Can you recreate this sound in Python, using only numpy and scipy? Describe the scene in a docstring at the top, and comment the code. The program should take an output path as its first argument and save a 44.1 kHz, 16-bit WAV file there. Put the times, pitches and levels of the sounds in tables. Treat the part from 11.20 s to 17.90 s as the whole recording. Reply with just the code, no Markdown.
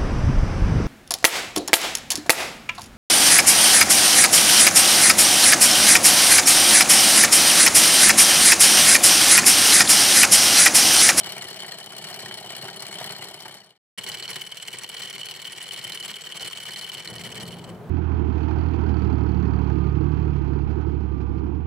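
"""First comes anchor chain clattering over the bow roller; after a short silence, an electric windlass on deck.
The links arrive in pairs, upright then flat: shaped noise bursts clack, scrape and ring modes of the steel,
and longer noise bursts thud through the boat's structure. Clanks, snaps and grinding links stand out.
At the end the chain fades under an engine's hum of wavering sines and churning water of noise and bubbles.
Two microphone ports hear each place with its own balance, likeness and lead in time."""
import sys
import numpy as np
from scipy import signal
from scipy.fft import rfft, irfft
from scipy.io import wavfile
from scipy.ndimage import uniform_filter1d

SR = 44100
rng = np.random.default_rng(int(sys.argv[2]) if len(sys.argv) > 2 else 0)


def write(x):
    x = np.atleast_2d(x).T
    wavfile.write(sys.argv[1], SR, np.round(np.clip(x, -1, 1) * 32767).astype(np.int16))


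N = 295320

# Water and engine together. Each row: time in seconds, level in dB.
WATER_LEVEL = [(5.7, -62), (5.81, -53.5), (5.9, -45.5), (6.12, -43.5), (6.3, -41), (6.7, -40.5)]
WATER_START_S = WATER_LEVEL[0][0]
# Colour of the churning water. Each row: frequency in Hz, relative density in dB per Hz.
WATER_COLOUR = [(30, -39), (55, -25), (85, -8), (130, 0), (180, 0.5), (290, -13), (390, -3.5), (560, -12),
                (640, -10), (1100, -16), (2300, -28.5), (6000, -41), (15000, -42)]
# Surges of the water. Each row: centre in seconds, lift above the churning in dB.
SURGES = [(5.91, 5.5), (5.966, 2), (6.06, 3.5), (6.22, 3.5), (6.5, 3)]
# Firing orders of the engine. Each row: multiple of ENGINE_HZ, level against the churning in dB.
ENGINE_ORDERS = [(1, -25), (2, -9.5), (3, -9.5), (4, -13.5)]
ENGINE_HZ = 57.85  # the pitch wavers around this

# The structure that blows shake, at the bow and on deck.
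# Each row: frequency in Hz, relative density in dB per Hz.
ROLLER_BODY = [(35, -35), (55, -35), (80, -15.5), (125, 1), (200, 0.5), (278, -17), (385, 3.5),
               (535, -15.5), (630, 1), (820, -1.5), (1150, -18.5), (1500, -24), (3000, -39)]
DECK_BODY = [(35, -69), (60, -39), (90, -5.5), (135, 7), (200, 4), (275, -9), (370, 4.5), (500, 2),
             (565, -5.5), (620, -3), (1050, -3), (1250, -24), (1450, -1), (3000, -30.5)]
# Broad clatter of steel on steel. Each row: frequency in Hz, relative density in dB per Hz.
BOW_CLATTER = [(105, -11), (610, 1.5), (1520, -1), (2620, -11), (3620, -3.5), (5420, -3), (6320, -10.5),
               (8720, -5.5), (10420, -13.5), (12520, -16), (14020, -29), (16020, -35.5)]
DECK_CLATTER = [(105, -15.5), (610, -2.5), (1520, -2), (2220, -6), (3620, -2), (5420, 0), (6320, -4.5),
                (8520, 0), (10420, -10), (12520, -10), (14020, -22.5), (16020, -31)]
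# Modes of a steel link, before detuning, scatter and the ring factor of each sound.
# Each row: frequency in Hz, half-power width in Hz, height above the clatter in dB.
LINK_MODES = [(1900, 103, 11.5), (2246, 154, 14), (3011, 92, 22), (4146, 35, 9.5), (4366, 96, 10.5),
              (5770, 83, 4), (7766, 69, 9.5), (9850, 50, 12), (12200, 160, 6), (13100, 63, 10),
              (14640, 210, 18), (15400, 370, 18.5)]

# Contacts that every pair makes. Each row: delay after arrival in seconds, level against the link in dB,
# scrape length in seconds, favoured frequency in Hz, its lift in dB, tilt in dB per octave.
BOW_CONTACTS = [(0, -5, 0.0045, 9820, 1.5, 4), (0.009, -6.5, 0.0046, 3010, 5.5, 1.3),
                (0.029, -5, 0.0072, 4250, 9.5, 1.8), (0.0412, -4.5, 0.0047, 8200, 3, 3),
                (0.049, -11, 0.017, 4300, 6.5, -2)]
DECK_CONTACTS = [(0, -6.5, 0.0027, 4160, 7.8, -0.1), (.007, -4.5, 0.013, 3180, 4.6, -1.5),
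                 (.011, -10.5, 0.0045, 8940, 3.4, 3), (0.018, -8, 0.019, 2180, 4, -3),
                 (0.0245, -4.5, .007, 9870, 6.5, 2.5), (0.032, -4.5, 0.0031, 3190, 8.4, -.5)]
# Pace of the chain, held until the next row. Each row: time in seconds, pairs of links per second.
BOW_PACE = [(0, 16.66), (2.56, 0)]
DECK_PACE = [(2.757, 18.71), (3.45, 18.915), (5.25, 19.8), (5.4, 18.93), (5.98, 18.39), (6.25, 18.85),
             (6.66, 0)]
# Level of the rattle, fading out at the end of each place. Each row: time in seconds, level in dB.
BOW_LEVEL = [(0, -33), (.48, -35), (.56, -38), (.95, -34), (1.2, -35), (1.88, -34), (2.22, -38.5),
             (2.46, -50.5), (2.55, -72.5)]
DECK_LEVEL = [(2.76, -33), (3.1, -33), (3.25, -37), (3.8, -36.5), (4.33, -37.5), (4.6, -33.5), (5.0, -37),
              (5.25, -36), (6.2, -37.5), (6.32, -45.5), (6.45, -46.5), (6.53, -60.5), (6.6, -76)]
# How hard upright links land in the wheel. 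Each row: time in seconds, change of their level in dB.
UPRIGHT_FORCE = [(3.13, -2.5), (3.27, -2.5), (3.62, -4.5), (3.72, 0.5), (4.85, -1.5), (4.98, -2.5),
                 (5.2, 0.5), (6.5, -0.5)]

# Heavy clanks on the bow roller. Each row: time in seconds, level of the steel in dB before its weight is
# added, frequency in Hz that rings most, level of the roller's thud in dB.
CLANKS = [(0.069, -28, 700, -38), (0.127, -23, 3000, -41), (0.166, -25.5, 900, -37),
          (0.177, -24, 1900, -38), (0.445, -20.5, 2030, -38), (0.519, -21, 2970, -54),
          (0.992, -27, 1910, -44), (1.038, -43, 400, -32), (1.06, -26, 1890, -39), (1.111, -20, 1800, -47),
          (1.243, -26, 700, -42), (1.303, -26.5, 3000, -46), (1.43, -28.5, 780, -28),
          (1.452, -26, 750, -38), (1.485, -19, 1522, -38.5), (1.812, -21, 865, -33),
          (1.85, -30, 1050, -32.5), (1.901, -19.5, 1690, -33), (2.255, -21.5, 916, -37)]
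# Links that snap hard into the wheel. Each row: time in seconds, level in dB before the weight is added,
# frequency in Hz that rings most.
SNAPS = [(2.782, -22.5, 3060), (2.864, -20, 4300), (2.917, -19, 4300), (2.971, -22, 4200),
         (3.026, -16, 4200), (3.078, -19.5, 4330), (3.130, -22, 4300), (3.159, -20.5, 1950),
         (3.214, -20, 3060), (3.265, -32, 7770), (3.32, -17, 3150), (3.372, -20, 2950), (3.4, -22, 2990),
         (3.425, -25, 7770), (3.482, -15, 2950), (3.586, -16.5, 7680), (3.635, -21.5, 5800),
         (3.643, -20, 3020), (3.766, -19, 3070), (3.769, -21, 4300), (3.819, -20, 4250),
         (3.872, -19.5, 3100), (4.013, -17, 3080), (4.032, -16, 3120), (4.066, -22, 3070),
         (4.086, -22, 3050), (4.111, -22, 4620), (4.253, -16, 3070), (4.280, -25, 3020), (4.330, -24, 2960),
         (4.416, -21, 3010), (4.509, -16, 3100), (4.613, -25, 4300), (4.646, -22, 3020), (4.721, -17, 4370),
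         (4.774, -17.5, 3130), (4.807, -17.5, 3010), (4.826, -24, 4260), (4.857, -21.5, 7850),
         (4.94, -18, 3140), (5.042, -23, 3100), (5.071, -21, 2980), (5.122, -17, 3080), (5.228, -17, 3050),
         (5.246, -23, 4300), (5.275, -16.5, 9000), (5.331, -16, 3060), (5.373, -20, 3100),
         (5.561, -18.5, 4200), (5.696, -17.5, 3040), (5.718, -22.5, 4170), (5.875, -16, 4200),
         (5.982, -25, 4300), (6.206, -22.5, 4270), (6.327, -24.5, 3050), (6.441, -33, 4300)]
# Links that bind and grind in the wheel. Each row: start in seconds, level in dB, length in seconds.
DRAGS = [(2.781, -39, 0.019), (2.867, -37, 0.04), (3.086, -36, .026), (3.54, -38.5, 0.018),
         (3.613, -41, 0.028), (3.794, -39.5, 0.018), (4.042, -43, 0.031), (4.364, -44, 0.041),
         (4.842, -42.5, 0.015), (5.146, -38.5, 0.029), (5.204, -36.5, .027), (5.242, -38, .03),
         (5.485, -38.5, 0.015), (5.568, -43, 0.021)]

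# How the two microphone ports hear each source.
# Each row: frequency in Hz, left-right coherence from 0 to 1, left minus right in dB.
BOW_PORTS = [(100, 1, 0), (350, 0.98, 0.5), (900, 1, 0), (1900, 0.83, 0.9), (3100, 0.85, 3.5),
             (8000, 0.38, 4), (14000, .3, 2.5)]
DECK_PORTS = [(110, 0.77, 3), (250, 0.45, 5.5), (447, 0.68, 4.5), (839, 0.69, -1.2), (1910, 0.9, 0.5),
              (3080, 0.63, 1), (7700, 0.3, -0.5), (14000, 0.44, -3)]
WATER_PORTS = [(55, 0.34, -7), (110, 0.72, -1), (218, 0.9, 0.5), (450, 0.96, 3), (2030, 0.63, -1),
               (10000, 0.2, -1.5)]
# Each place: its ports, and the seconds by which the left port leads.
AT_BOW, AT_DECK, AT_WATER = (BOW_PORTS, 0.00009), (DECK_PORTS, -0.000022), (WATER_PORTS, 0)

SIZE = 4096  # samples in one contact sound
HZ, AGE = np.fft.rfftfreq(SIZE, 1 / SR), np.arange(SIZE) / SR
ROLLER_DB = -8  # thud of the roller against the rattle, before the share of each link
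DULLING = 0.078  # softer contacts are duller: tilt in dB per octave for each dB below the median link
BOW_FIRST_BLOW, DECK_FIRST_BLOW = 0.35, 1.1  # force of the landing against about one snag of the skid
PAUSE_START_S, PAUSE_END_S = 2.578, 2.777
CEILING = 0.105  # share of full scale toward which the recorder rounds off peaks
EDGE_HZ = 15900  # upper band limit


def amp(db):
    """Decibels to gain."""
    return 10 ** (np.asarray(db) / 20)


def read(points, hz):
    """A spectrum, joined by straight lines over log frequency."""
    f, value = np.transpose(points)
    return np.interp(np.log(hz + 1), np.log(f + 1), value)


def add(mix, s, sound):
    """Lays a stereo sound into the mix at time s."""
    part = mix[:, max(0, round(s * SR)):][:, :sound.shape[1]]
    part += sound[:, :part.shape[1]]


def causal(db):
    """The minimum-phase response with this gain: it only rings after its cause."""
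    cepstrum = irfft(np.log(amp(np.maximum(db, -100))))
    cepstrum[..., 1:SIZE // 2] *= 2
    cepstrum[..., SIZE // 2 + 1:] = 0
    return np.exp(rfft(cepstrum))


def ports(spectra, hz, place):
    """Two unrelated spectra become a left and right port that hear partly alike; one may lead."""
    table, lead_s = np.array(place[0]), place[1]
    same = np.clip(read(table[:, :2], hz), 0, 1)
    lean = amp(read(table[:, ::2], hz) / 2)
    right = same * spectra[0] + np.sqrt(1 - same ** 2) * spectra[1]
    right = right * np.exp(-2j * np.pi * hz * lead_s)
    return np.array([spectra[0] * lean, right / lean])


def blows(times, level_db, force, colour_db, place, span_s):
    """Each force rings a body of the given colour; the level counts its energy as if spread over span_s."""
    sounds = irfft(ports(rfft(force), HZ, place) * causal(colour_db))
    sounds *= np.minimum(10 * (1 - AGE / AGE[-1]), 1)  # the last tenth fades out
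    sounds /= np.sqrt((sounds ** 2).mean(0).sum(-1) / (span_s * SR))[:, None]
    mix = np.zeros((2, N))
    for k, s in enumerate(times):
        add(mix, s, amp(level_db[k]) * sounds[:, k])
    return mix


def gurgles(count=170, low_hz=115, high_hz=600, cycles=3.3, rise=0.057, spread_db=2.0):
    """Pockets of air ring in the water, each rising a little in pitch; the small ones are fainter."""
    mix = np.zeros((2, N))
    for when, pitch, chance, side in rng.random((count, 4)):
        hz = low_hz * (high_hz / low_hz) ** pitch
        life = AGE * hz / cycles
        swell = life * np.exp(1 - 2 * life) * (1 - AGE / AGE[-1])
        bubble = swell * np.sin(2 * np.pi * cycles * life * (1 + rise * life))
        start = WATER_START_S + when * (N / SR - WATER_START_S)
        strength = amp(-spread_db * np.log(chance)) * low_hz / hz
        add(mix, start, strength * np.array([[1 + side], [2 - side]]) * bubble)
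    return mix / mix[:, round(WATER_START_S * SR):].std()


def engine_and_water(waver=0.0072, flutter=0.21, surge_s=0.027, gurgle_db=-8):
    """A wavering engine hum swells up together with water that churns, gurgles and surges."""
    t, hz = np.arange(N) / SR, np.fft.rfftfreq(N, 1 / SR)
    noise = ports(rfft(rng.standard_normal((2, N))), hz, AT_WATER)
    water = irfft(noise * amp(read(WATER_COLOUR, hz)), N)
    knots = np.linspace(0, t[-1], num=80)

    def drift():
        return np.interp(t, knots, rng.standard_normal(len(knots)))

    turns = np.cumsum(ENGINE_HZ * (1 + waver * drift())) / SR
    hum = np.zeros(N)
    for order, db in ENGINE_ORDERS:
        tone = np.sqrt(2) * np.sin(2 * np.pi * (order * turns + rng.random()))
        hum += amp(db) * (1 + flutter * drift()) * tone
    surge_db = sum(db * np.exp(-((t - s) / surge_s) ** 2) for s, db in SURGES)
    churn = amp(surge_db - 0.5) * (water / water.std() + amp(gurgle_db) * gurgles())
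    return amp(np.interp(t, *np.transpose(WATER_LEVEL), left=-150)) * (churn + hum)


def thuds(times, level_db, body, place, t60, span_s):
    """Heavy blows die away in the many low modes of the structure; t60 is the force's 60 dB decay in s."""
    force = rng.standard_normal((2, len(times), SIZE)) * amp(-60 * AGE / t60)
    return blows(times, level_db, force, read(body, HZ), place, span_s)


def link_ring(count, detune_hz=25, spread_db=2.5):
    """Gain of the modes in dB, one row a link: no two links are quite alike."""
    power = np.ones((count, len(HZ)))
    for hz, width, db in LINK_MODES:
        shift, strength = rng.standard_normal((count, 2)).T[:, :, None]
        offset = HZ - hz - detune_hz * shift
        power += amp(db + spread_db * strength) ** 2 / (1 + (2 * offset / width) ** 2)
    return 10 * np.log10(power)


def hit_colour(count, patchy_db=1.95):
    """Broad humps and dips in dB, one row a contact: every touch meets the steel at another spot."""
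    knots = np.geomspace(500, 16000, num=14)
    rows = rng.standard_normal((count, len(knots)))
    return np.array([np.interp(HZ, knots, patchy_db * row) for row in rows])


def scrape(count, length_s, first_blow, echo_db, snags_per_s=1700, snag_db=0.5, snag_s=0.00078,
           echo_t60=0.14, echo_hz=4200):
    """Force of a link that lands and skids: a first blow, a burst of snags, and duller echoes."""
    length = length_s * np.exp(0.19 * rng.standard_normal((count, 1)))
    size = amp(snag_db * np.minimum(rng.exponential(1, (count, SIZE)), 3))
    caught = rng.random((count, SIZE)) < snags_per_s / SR
    snags = size * caught * np.exp(-(AGE / length) ** 2 / 2)
    snags[:, 0] = first_blow

    def spread(decay):
        power = signal.fftconvolve(snags ** 2, decay[None], axes=1)[:, :SIZE]
        return np.sqrt(abs(power))

    direct, echo = rng.standard_normal((2, 2, count, SIZE))
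    direct *= spread(np.exp(-AGE / snag_s))
    echo *= spread(amp(echo_db - 60 * AGE / echo_t60) ** 2)
    pole = np.exp(-2 * np.pi * echo_hz / SR)
    return direct + signal.lfilter([1 - pole], [1, -pole], echo)


def chain(links, contacts, clatter, link_s, ring, place, first_blow, echo_db, spread_db, detune_hz,
          jitter_s=0.0016, favour_hz=240, tilt_spread=0.53):
    """Every pair makes the same round of contacts; where a link is struck decides which mode it favours."""
    s, upright_db, flat_db = np.transpose(links)[:3]
    mix = np.zeros((2, N))
    for k, (delay, db, length_s, hz, lift_db, tilt) in enumerate(contacts):
        late, strength, hardness = rng.standard_normal((len(s), 3)).T
        link_db = upright_db if delay < 0.022 else flat_db
        slope = tilt + tilt_spread * hardness + DULLING * (link_db - np.median(link_db))
        colour = read(clatter, HZ) + ring * link_ring(len(s), detune_hz)
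        colour += slope[:, None] * np.log2(HZ + 450)  # the tilt levels off in the bass
        colour += lift_db / (1 + ((HZ - hz) / favour_hz) ** 2) + hit_colour(len(s))
        times = s + delay + (k > 0) * jitter_s * late  # the first contact keeps its time
        force = scrape(len(s), length_s, first_blow, echo_db)
        mix += blows(times, link_db + db + spread_db * strength, force, colour, place, link_s)
    return mix


def knocks(rows, clatter, place, octaves, length_s, heaviness, ring, rest_db):
    """A slack link snaps on steel and rings most near one pitch; lower clunks are heavier and longer."""
    s, level_db, hz = np.transpose(rows)
    distance = np.log2((HZ + 1) / hz[:, None]) / octaves
    focus = 10 * np.log10((1 + distance ** 2) ** -2 + amp(rest_db) ** 2)
    colour = ring * link_ring(len(s)) + read(clatter, HZ) + focus
    weight = (hz.max() / hz) ** heaviness
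    force = scrape(len(s), length_s * weight[:, None], first_blow=2.5, echo_db=-22)
    return blows(s, level_db + 10 * np.log10(weight), force, colour, place, span_s=0.00023)


def arrivals(pace):
    """The times at which each new pair of links comes up."""
    s, rate = np.transpose(pace)
    passed = np.append(0, np.cumsum(np.diff(s) * rate[:-1]))
    return np.interp(np.arange(passed[-1]), passed, s)


def bow_links(scatter_db=1.0, thud_scatter_db=1.4):
    """Pairs cross the roller evenly, each a little different: rows of (s, upright dB, flat dB, thud dB)."""
    s = arrivals(BOW_PACE)
    level = np.interp(s, *np.transpose(BOW_LEVEL))
    upright, flat, thud = rng.standard_normal((len(s), 3)).T
    thud_db = level + ROLLER_DB + thud_scatter_db * thud
    return np.transpose([s, level + scatter_db * upright, level + scatter_db * flat, thud_db])


def bow_roller():
    """Chain over the roller: both links of a pair rattle and thump it, and heavy clanks shake it hard."""
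    links = bow_links()
    s, _, _, thud_db = links.T
    rattle = chain(links, BOW_CONTACTS, BOW_CLATTER, link_s=0.024, ring=0.94, place=AT_BOW,
                   first_blow=BOW_FIRST_BLOW, echo_db=-12.0, spread_db=2.15, detune_hz=42, jitter_s=0.0018)
    upright = thuds(s + 0.00893, thud_db - 6.0, ROLLER_BODY, AT_BOW, t60=0.1, span_s=0.057)
    flat = thuds(s + 0.04, thud_db - 8.5, ROLLER_BODY, AT_BOW, t60=0.21, span_s=0.067)
    clanks = np.array(CLANKS)
    steel = knocks(clanks[:, :3], BOW_CLATTER, AT_BOW, octaves=0.61, length_s=0.0049,
                   heaviness=0.48, ring=0.97, rest_db=-19.5)
    body = thuds(clanks[:, 0], clanks[:, 3], ROLLER_BODY, AT_BOW, t60=0.074, span_s=0.0016)
    return rattle + upright + flat + steel + body


def drags():
    """A link that binds grinds through the wheel for a moment, and the deck groans under it."""
    s, db, length_s = np.transpose(DRAGS)
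    envelope = np.minimum(AGE / 0.004, 1) * np.exp(-(AGE / length_s[:, None]) ** 4)
    force = rng.standard_normal((2, len(s), SIZE)) * envelope
    colour = read(DECK_CLATTER, HZ) + 1.05 * link_ring(len(s)) + hit_colour(len(s))
    colour -= 1.1 * np.log2(HZ + 450)
    grind = blows(s, db, force, colour, AT_DECK, span_s=0.02)
    return grind + thuds(s, db - 7.5, DECK_BODY, AT_DECK, t60=0.16, span_s=0.019)


def deck_links(upright_scatter_db=1.93, flat_scatter_db=1.4):
    """Pairs enter the wheel steadily, upright links less evenly: rows of (s, upright dB, flat dB)."""
    s = arrivals(DECK_PACE)
    level = np.interp(s, *np.transpose(DECK_LEVEL))
    force_db = np.interp(s, *np.transpose(UPRIGHT_FORCE))
    upright, flat = rng.standard_normal((len(s), 2)).T
    upright_db = level + force_db + upright_scatter_db * upright
    return np.transpose([s, upright_db, level + flat_scatter_db * flat])


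def windlass():
    """Chain through the toothed wheel; links shake the wooden deck as they seat, some snap in or bind."""
    links = deck_links()
    s, upright_db, flat_db = links.T
    rattle = chain(links, DECK_CONTACTS, DECK_CLATTER, link_s=0.025, ring=1.0, place=AT_DECK,
                   first_blow=DECK_FIRST_BLOW, echo_db=-18, spread_db=1.1, detune_hz=12.9)
    upright = thuds(s + 0.009, upright_db - 16.0, DECK_BODY, AT_DECK, t60=0.26, span_s=0.021)
    flat = thuds(s + 0.031, flat_db - 13.0, DECK_BODY, AT_DECK, t60=0.26, span_s=0.019)
    snaps = knocks(SNAPS, DECK_CLATTER, AT_DECK, octaves=0.2, length_s=0.0023,
                   heaviness=0.04, ring=1.0, rest_db=-15.5)
    return rattle + upright + flat + drags() + snaps


def scene():
    """Bow roller, then windlass, then engine and water; a high-pass keeps deep bass out of the chain sounds."""
    low_cut = signal.butter(N=4, Wn=68, btype="high", fs=SR, output="sos")
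    return signal.sosfilt(low_cut, bow_roller() + windlass()) + engine_and_water()


def record(dry):
    """Silence between the two places, softly rounded peaks, and the band limit."""
    t = np.arange(N) / SR
    outside_pause = (t < PAUSE_START_S) | (t > PAUSE_END_S)
    heard = uniform_filter1d(1.0 * outside_pause, size=100)  # short ramps, in samples
    rounded = CEILING * np.tanh(dry * heard / CEILING)
    band = signal.firwin(511, EDGE_HZ, window=("kaiser", 9), fs=SR)
    return signal.oaconvolve(rounded, band[None], "same")


dry = scene()
out = record(dry)
write(out)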